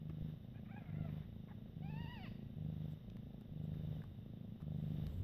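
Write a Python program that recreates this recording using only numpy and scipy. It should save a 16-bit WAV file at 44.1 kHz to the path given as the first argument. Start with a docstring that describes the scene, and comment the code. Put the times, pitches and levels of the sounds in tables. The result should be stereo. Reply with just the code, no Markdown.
"""A mother cat purrs close by in a quiet room: her larynx chops the breath into paired pulses, loud on
each inward stroke and softer on each outward one. Her newborn kittens nurse with wet smacks, bursts
that ring in a small cavity. One peeps, whimpers, squeaks and gives a clear arched mew, its vocal
folds sounding through the resonances of its throat. Fur and bedding rustle by friction, and one dry
click sounds near the end. Low handling rumble lies underneath; a soft hiss swells with loud sound."""
import sys
import numpy as np
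from scipy import signal
from scipy.fft import rfft, irfft, next_fast_len
from scipy.io import wavfile
from scipy.ndimage import uniform_filter1d

SR = 44100
rng = np.random.default_rng(int(sys.argv[2]) if len(sys.argv) > 2 else 0)


def pcm_store(signal):
    """Save signal as 16-bit PCM."""
    levels = np.round(np.clip(np.atleast_2d(signal), -1, 1) * 32767)
    wavfile.write(sys.argv[1], SR, levels.astype(np.int16).T)


N = 231039
TIME = np.arange(N) / SR

# Breaths of the purr. Each row: first beat and last beat in seconds, level in dB, swell in dB.
INWARD_STROKES = [(0.0170, 0.3260, -36, 2), (0.8912, 1.2066, -34.5, 1), (1.7675, 2.0848, -35.5, 0.5),
                  (2.5712, 2.9608, -35.5, -3.5), (3.5232, 3.9928, -35, 3), (4.6285, 5.0642, -33.5, 1)]
OUTWARD_STROKES = [(0.3735, 0.8555, -43, 5), (1.2535, 1.7315, -43.5, 0), (2.1325, 2.5395, -41.5, 0.5),
                   (3.0070, 3.4930, -43, 0.5), (4.0765, 4.5595, -43.5, 6.5), (5.1235, 5.2025, -57.5, -33)]
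# One flap of the larynx, heard through the chest. Each row: frequency in Hz, gain in dB.
INWARD_FLAP = [(20, -41), (60, -5.5), (100, 1.5), (155, 6), (230, -4.5), (350, -22), (500, -19),
               (800, -27.5), (980, -59), (3000, -65.5), (8000, -93)]
OUTWARD_FLAP = [(20, -38), (60, -33.5), (120, 6.5), (175, 0), (228, 0), (320, -16.5), (520, -13),
                (800, -17), (1000, -50), (3000, -70), (8000, -86.5)]
# Spectra of the rumble, the hiss and the suppressor's detector. Each row: frequency in Hz, gain in dB.
RUMBLE_SPECTRUM = [(10, -10), (25, -9), (50, 0), (110, -1), (200, -6), (300, -19), (600, -28), (1200, -48),
                   (3000, -70)]
HISS_SPECTRUM = [(300, 15.5), (700, -0.5), (1100, -0.5), (1500, -2.5), (2000, -1), (2400, -7), (2950, 1.5),
                 (3300, -2.5), (3700, 5), (4200, -14), (5800, -14.5), (7500, -40.5), (10000, -24.5),
                 (14000, -10)]
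DETECTOR_WEIGHTING = [(60, -6), (160, 2.5), (500, 9), (1000, 5.5), (4000, 15.5)]
# Movements of the camera. Each row: middle and half length in seconds, rise of the rumble in dB.
CAMERA_MOVES = [(1.096, 0.17, 3.5), (2.21, 0.3, 4), (3.909, 0.18, 3.5), (5.175, 0.34, 9)]
# Bumps of the hand. Each row: middle in seconds, peak in dB, pitch in Hz, length in seconds, pan in dB.
HAND_BUMPS = [(0.103, -50, 315, 0.017, 6.5), (0.223, -41, 71, 0.015, -23.5), (5.102, -49, 64, 0.085, 23),
              (5.199, -52, 91, 0.14, 39)]
# Wet nursing smacks and ticks, plus one sharp, dry click near 5.07 s that is not a kitten's.
# Each row: start in seconds, peak in dB, resonance in Hz, time to decay by 60 dB in seconds,
# pan in dB, relative crackle gain in dB.
SMACKS_AND_CLICK = [(0.0965, -54, 1870, 0.037, 2, -35), (3.1003, -55, 3580, 0.009, -3, -38),
                    (3.1685, -53, 1400, 0.011, -4, -24), (3.411, -60, 1200, 0.015, 3, -17),
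                    (3.741, -60.5, 1490, 0.05, -7, -25), (4.019, -53.5, 1500, 0.019, 2, -36),
                    (4.0385, -53, 890, 0.015, 4, -50), (4.603, -59, 1050, 0.05, -6, -30),
                    (4.612, -56, 1100, 0.04, -4, -26), (4.619, -54, 1050, 0.025, -3, -32),
                    (5.0682, -48, 1200, 0.0028, -14, 4)]
# Their bright crackle. Each row: frequency in Hz, gain in dB.
CRACKLE_SPECTRUM = [(4000, 6), (8000, -9), (11000, 1)]
# Contours of the calls. Each row: time in seconds, pitch in Hz, level in dB before the call's gain.
PEEP_CONTOUR = [(0.535, 780, -80), (0.56, 810, -73), (0.585, 865, -73), (0.605, 855, -82)]
WHIMPER_CONTOUR = [(0.65, 620, -73), (0.682, 594, -75.5), (0.698, 634, -69), (0.724, 812, -66),
                   (0.742, 745, -69), (0.76, 820, -65), (0.785, 832, -65.5), (0.815, 700, -71.5),
                   (0.85, 638, -73)]
WHINE_CONTOUR = [(0.85, 725, -72), (0.88, 716, -66.5), (0.908, 662.4, -68), (0.93, 662, -73),
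                 (0.958, 667, -65.5), (0.977, 714, -67), (1.025, 676, -65), (1.07, 660.7, -63.5),
                 (1.095, 545, -68), (1.19, 565, -78), (1.26, 556, -75)]  # the whimper's hoarse, sinking tail
SQUEAK_CONTOUR = [(1.48, 1126, -68), (1.507, 1002, -72.5), (1.52, 792, -67), (1.535, 665, -85)]
MEW_CONTOUR = [(1.82, 715, -60.5), (1.858, 805, -60), (1.88, 797, -60), (1.91, 893, -59), (1.927, 850, -58),
               (2.015, 952, -58), (2.05, 935, -58), (2.066, 885, -58), (2.087, 975, -57),
               (2.105, 950, -57.5), (2.128, 992, -56.5), (2.178, 860, -57.5), (2.202, 760, -58.5),
               (2.226, 748, -58), (2.257, 630, -59.5), (2.267, 530, -57.5), (2.287, 520, -58)]
# Resonances of a kitten's throat at three openings. Each row: frequency in Hz, gain in dB.
THROAT_HALF_SHUT = [(350, -18), (700, -1.5), (1100, -8.5), (1550, -6.5), (2100, -4.5), (2450, -6.5),
                    (2700, -14), (5000, -28), (7000, -66)]
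THROAT_PINCHED = [(400, -6), (900, 1), (1400, -5.5), (2000, -3.5), (2600, -20.5), (6000, -48)]
THROAT_OPEN = [(350, -15), (520, -9), (750, 0), (1000, -0.5), (1500, -14), (1900, 1), (2250, -4), (2680, 3),
               (2950, 1), (3100, -11), (3700, -6.5), (4100, -13), (4550, -6), (5000, -8.5), (5500, -23),
               (7000, -55)]
# Shifts of the kittens in the bedding. Each row: start and length in seconds, level in dB, pan in dB.
RUSTLE_EVENTS = [(2.903, 0.039, -74, 6), (3.618, 0.06, -76, -1), (3.7, 0.58, -86.5, -0.5),
                 (4.687, 0.35, -80, 3), (5.023, 0.25, -73, 6)]
# Spectra of the rustle and of the room's answer to the calls. Each row: frequency in Hz, gain in dB.
RUSTLE_SPECTRUM = [(2000, -10.5), (4000, 3), (6000, -12.5), (7800, 3), (9500, -15.5), (14000, 5)]
ECHO_SPECTRUM = [(700, -22), (1800, -14.5), (2700, -18), (4500, -13)]
# Reverberation of the room. Each row: frequency in Hz, time to decay by 60 dB in seconds.
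ROOM_DECAY = [(200, 0.39), (1000, 1), (3000, 1), (8000, 0.13)]


def amp(db):
    """Amplitude grows tenfold with every 20 dB."""
    return 10 ** (np.asarray(db) / 20)


def read(points, hz):
    """Interpolation of a table along a logarithmic frequency axis."""
    table_hz, value = np.transpose(points)
    return np.interp(np.log(hz + 1), np.log(table_hz + 1), value)


def unit(x):
    """Normalisation to an rms of 1."""
    return x / np.sqrt(np.mean(x ** 2) + 1e-20)


def pan(db):
    """A level difference gives direction; positive is to the left."""
    return amp([[db / 2], [-db / 2]])


def add(mix, start_s, sound):
    """Superposition: a sound adds to the mix from its start time on."""
    start = round(start_s * SR)
    part = mix[..., max(start, 0):max(start + sound.shape[-1], 0)]
    part += sound[..., max(-start, 0):][..., :part.shape[-1]]


def colour(x, spectrum):
    """Linear filtering: each frequency is multiplied by its gain."""
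    size = next_fast_len(x.shape[-1])
    gain = amp(read(spectrum, np.fft.rfftfreq(size, 1 / SR)))
    return irfft(rfft(x, size) * gain, size)[..., :x.shape[-1]]


def noise_pair(correlation):
    """Partial coherence: two microphones share a part of their white noise."""
    shared, separate = rng.standard_normal((2, N))
    return np.array([shared, correlation * shared + np.sqrt(1 - correlation ** 2) * separate])


def wander(shape, samples):
    """A moving average turns white noise into a slow fluctuation of rms 1."""
    return unit(uniform_filter1d(rng.standard_normal(shape), size=samples))


def room(x):
    """Reverberation in a small furnished room: sparse reflections, each band dying at its own rate."""
    size = SR // 2
    reflections = rng.standard_normal((2, size)) * (rng.random((2, size)) < .06) * (TIME[:size] > .004)
    hz, t, bands = signal.stft(reflections, SR, nperseg=256)
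    decay = amp(-60 * t / read(ROOM_DECAY, hz)[:, None])
    tail = signal.istft(bands * decay, SR, nperseg=256)[1]
    return signal.fftconvolve(x[None], tail / np.linalg.norm(tail[0]), axes=1)[:, :N]


def flap(spectrum, dull_db, skew, knee_hz=260, size=4096):
    """Phase shapes a pressure pulse: skew 0 is symmetric, skew 1 (minimum phase) starts at once."""
    hz = abs(np.fft.fftfreq(size, 1 / SR))
    octaves_above_knee = np.log2(np.clip(hz / knee_hz, 1, 10))
    log_gain = np.log(amp(read(spectrum, hz) - dull_db * octaves_above_knee))
    phase = -skew * signal.hilbert(log_gain).imag
    pulse = np.fft.fftshift(np.fft.ifft(np.exp(log_gain + 1j * phase)).real)
    return pulse / abs(pulse).max()


def beats(strokes, flaps, rate_hz, gap_s, edge_db, uneven_db, jitter_s):
    """A nearly periodic pulse train: two flaps to a beat, weaker at both ends of each stroke."""
    main, partner = flaps
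    out = np.zeros(N)
    for start, end, level_db, swell_db in strokes:
        times = np.linspace(start, end, round((end - start) * rate_hz) + 1) - len(main) / 2 / SR
        place = np.linspace(-1, 1, len(times))
        levels = level_db + swell_db * place / 2 - edge_db * place ** 4
        for s, db in zip(times, levels):
            main_db, partner_db = db + uneven_db * rng.standard_normal(2)
            beat_shift, gap_shift = jitter_s * rng.standard_normal(2)
            add(out, s + beat_shift, amp(main_db) * main)
            add(out, s + beat_shift + gap_s + gap_shift, amp(partner_db) * partner)
    return out


def purr():
    """Valve action: the larynx opens and closes; the main pulse changes sign with the direction of flow."""
    opening = -flap(INWARD_FLAP, dull_db=5, skew=0.33)
    closing = -amp(-3) * flap(INWARD_FLAP, dull_db=0, skew=0.77)
    inward = beats(INWARD_STROKES, (opening, closing), rate_hz=25.5, gap_s=0.01237,
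                   edge_db=3.5, uneven_db=1, jitter_s=0.00017)
    opening = -amp(-5.5) * flap(OUTWARD_FLAP, dull_db=7, skew=0.2)
    closing = flap(OUTWARD_FLAP, dull_db=6, skew=0.65)
    outward = beats(OUTWARD_STROKES, (closing, opening), rate_hz=27, gap_s=-0.00652,
                    edge_db=5.5, uneven_db=0.64, jitter_s=0.00057)
    flaps = inward + outward
    # a little air rasps through the larynx at the snap of every flap
    snap = colour(flaps, [(200, -29.5), (450, 14)])
    flow = np.sqrt(abs(uniform_filter1d(snap ** 2, size=100)))
    air = colour(noise_pair(0.4),
                 [(80, -19), (250, -10.5), (450, 4), (750, -6.5), (1100, -41), (3000, -18), (6000, -59)])
    return flaps * pan(-1) + amp(-18) * flow * unit(air) + amp(-14) * room(flaps)


def handling(rumble_db=-55.5):
    """Structure-borne sound: rumble swells as the camera moves, and the hand adds dull bumps."""
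    swell_db = sum(db * np.exp(-((TIME - s) / half) ** 2) for s, half, db in CAMERA_MOVES)
    shared_lows = colour(noise_pair(0.93), [(40, -13), (100, -0.5)])
    separate_depths = colour(noise_pair(0.091), [(50, -0.5), (120, -12.5)])
    rumble = unit(colour(shared_lows + separate_depths, RUMBLE_SPECTRUM))
    out = amp(rumble_db + swell_db) * pan(-2.4) * rumble
    for middle, db, hz, length, side_db in HAND_BUMPS:
        t = np.arange(-length / 2, length / 2, 1 / SR)
        bump = np.hanning(len(t)) * np.cos(2 * np.pi * hz * t)
        add(out, middle - length / 2, pan(side_db) * amp(db) * bump)
    return out


def hiss():
    """Self-noise is incoherent between two microphones; its treble leans slightly left."""
    noise = colour(noise_pair(0), HISS_SPECTRUM)
    treble = colour(noise, [(5000, -17.5), (8000, 10)])
    return amp(-66.5) * unit(noise - treble + treble * pan(0.44))


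def suppressor(sound, threshold_db=-46.5, db_per_db=1.36, rise_db_per_s=24.5, lag_s=0.043):
    """Level-dependent gain: a noise suppressor opens slowly in loud sound and shuts soon after."""
    power = uniform_filter1d((colour(sound, DETECTOR_WEIGHTING) ** 2).mean(0), size=3400)
    wanted_db = db_per_db * np.maximum(10 * np.log10(abs(power) + 1e-12) - threshold_db, 0)
    ramp = rise_db_per_s * TIME  # the gain rises no faster than this
    open_db = ramp + np.minimum(np.minimum.accumulate(wanted_db - ramp), 0)
    pole = np.exp(-1 / (lag_s * SR))
    return amp(signal.lfilter([1 - pole], [1, -pole], open_db))


def smacks_and_click():
    """Damped resonance: each smack rings in a small cavity; the dry click is a shorter, brighter burst."""
    out = np.zeros((2, N))
    t = np.arange(-256, 4096) / SR
    for start, db, hz, t60, side_db, crackle_db in SMACKS_AND_CLICK:
        burst = rng.standard_normal(len(t)) * amp(-60 * abs(t) / t60) * (t >= 0)
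        ring = colour(burst, [(hz / 5, -14), (hz / 3.3, -7), (hz, 0), (hz * 1.8, -12), (hz * 4, -40)])
        transient = ring + amp(crackle_db) * colour(burst, CRACKLE_SPECTRUM)
        add(out, start + t[0], pan(side_db) * amp(db) * transient / abs(transient).max())
    return out + amp(-12.5) * room(out.mean(0))


def roughness(hz, level_db, break_hz=546, weak_db=-69.5):
    """Phonation threshold: at low pitch or under a weak push the folds turn rough, from 0 to 1."""
    slack = 1 / (1 + (hz / break_hz) ** 30)
    weak = 1 / (1 + amp(2.6 * (level_db - weak_db)))
    return 1 - (1 - slack) * (1 - weak)


def call(contour, throat, side_db, gain_db, hoarse, shake_db=0, press_db=0, mouth_from=1, mouth_to=1,
         attack_s=0.0043, mouth_s=0.13):
    """Source and filter: shaky folds and pulsed air excite throat resonances that move with the mouth."""
    times, *columns = np.transpose(contour)
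    t = np.arange(times[0], times[-1], 1 / SR)
    age = t - times[0]
    hz, level_db = (uniform_filter1d(np.interp(t, times, column), size=300) for column in columns)
    rough = np.clip(hoarse * roughness(hz, level_db), 0, 1)
    formant_scale = mouth_to + (mouth_from - mouth_to) * np.exp(-age / mouth_s)
    tremble, catch = wander(len(t), 90), wander(len(t), 260)
    hz = hz * (1 + (.004 + .03 * rough) * tremble)
    phase = 2 * np.pi * np.cumsum(hz) / SR
    harmonic = np.arange(1, 12)[:, None]
    flutter_db = (1.5 + 5 * rough) * wander((len(harmonic), len(t)), 700)
    # as the kitten presses harder, overtones above 1 kHz brighten by press_db an octave
    soft_db = press_db * (age / age[-1] - 1) * np.log2(np.maximum(harmonic * hz / 1000, 1))
    throat_db = read(throat, harmonic * hz / formant_scale)
    folds = (amp(throat_db + flutter_db + soft_db) * np.cos(harmonic * phase)).sum(0)
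    air = colour(rng.standard_normal(len(t)) * (1 + np.cos(phase)), throat)
    blend = (1 - rough) * unit(folds) + rough * unit(air)
    voice = unit(blend * amp(shake_db * catch))
    envelope = np.minimum(age / attack_s, 1) * signal.windows.tukey(len(t), .05)
    return times[0], pan(side_db) * amp(level_db + gain_db) * envelope * voice


def kitten_calls():
    """Level and time differences: the calls are louder on the right but reach the left sooner."""
    out = np.zeros((2, N))
    add(out, *call(PEEP_CONTOUR, THROAT_HALF_SHUT, side_db=-0.5, gain_db=3, hoarse=0.5, mouth_from=0.95))
    add(out, *call(WHIMPER_CONTOUR, THROAT_HALF_SHUT, side_db=-1, gain_db=4.5, hoarse=0.64,
                   shake_db=2.8))
    add(out, *call(WHINE_CONTOUR, THROAT_HALF_SHUT, side_db=-3.5, gain_db=2, hoarse=0.98,
                   shake_db=2.8, mouth_to=0.92))
    add(out, *call(SQUEAK_CONTOUR, THROAT_PINCHED, side_db=-1, gain_db=5, hoarse=0.84))
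    add(out, *call(MEW_CONTOUR, THROAT_OPEN, side_db=-4.5, gain_db=-0.2, hoarse=0.5,
                   shake_db=-0.7, press_db=3.5))
    echo = colour(room(out[1]), ECHO_SPECTRUM)
    out[1] = np.interp(TIME - .0001, TIME, out[1])
    return out + echo


def rustles(slips_per_s=2900):
    """Stick-slip friction: hairs and cloth give tiny crackles that swell and fade with each movement."""
    out = np.zeros((2, N))
    slips = rng.random(N) < slips_per_s / SR
    crackle = unit(colour(slips * noise_pair(0), RUSTLE_SPECTRUM))
    for start, length, db, side_db in RUSTLE_EVENTS:
        progress = np.clip((TIME - start) / length, 0, 1)
        out += pan(side_db) * amp(db) * np.sin(np.pi * progress) * crackle
    return out


def scene():
    """Superposition of the cat, her litter, the hand on the camera and one dry click."""
    return purr() + handling() + smacks_and_click() + kitten_calls() + rustles()


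def record(dry):
    """Noise modulation and band limiting: hiss swells with the sound, and a low-pass filter trims both."""
    cutoff_hz = 14750
    low_pass = signal.firwin(511, cutoff_hz, window=("kaiser", 8), fs=SR)
    return signal.oaconvolve(dry + suppressor(dry) * hiss(), low_pass[None], "same")


dry = scene()
out = record(dry)
pcm_store(out)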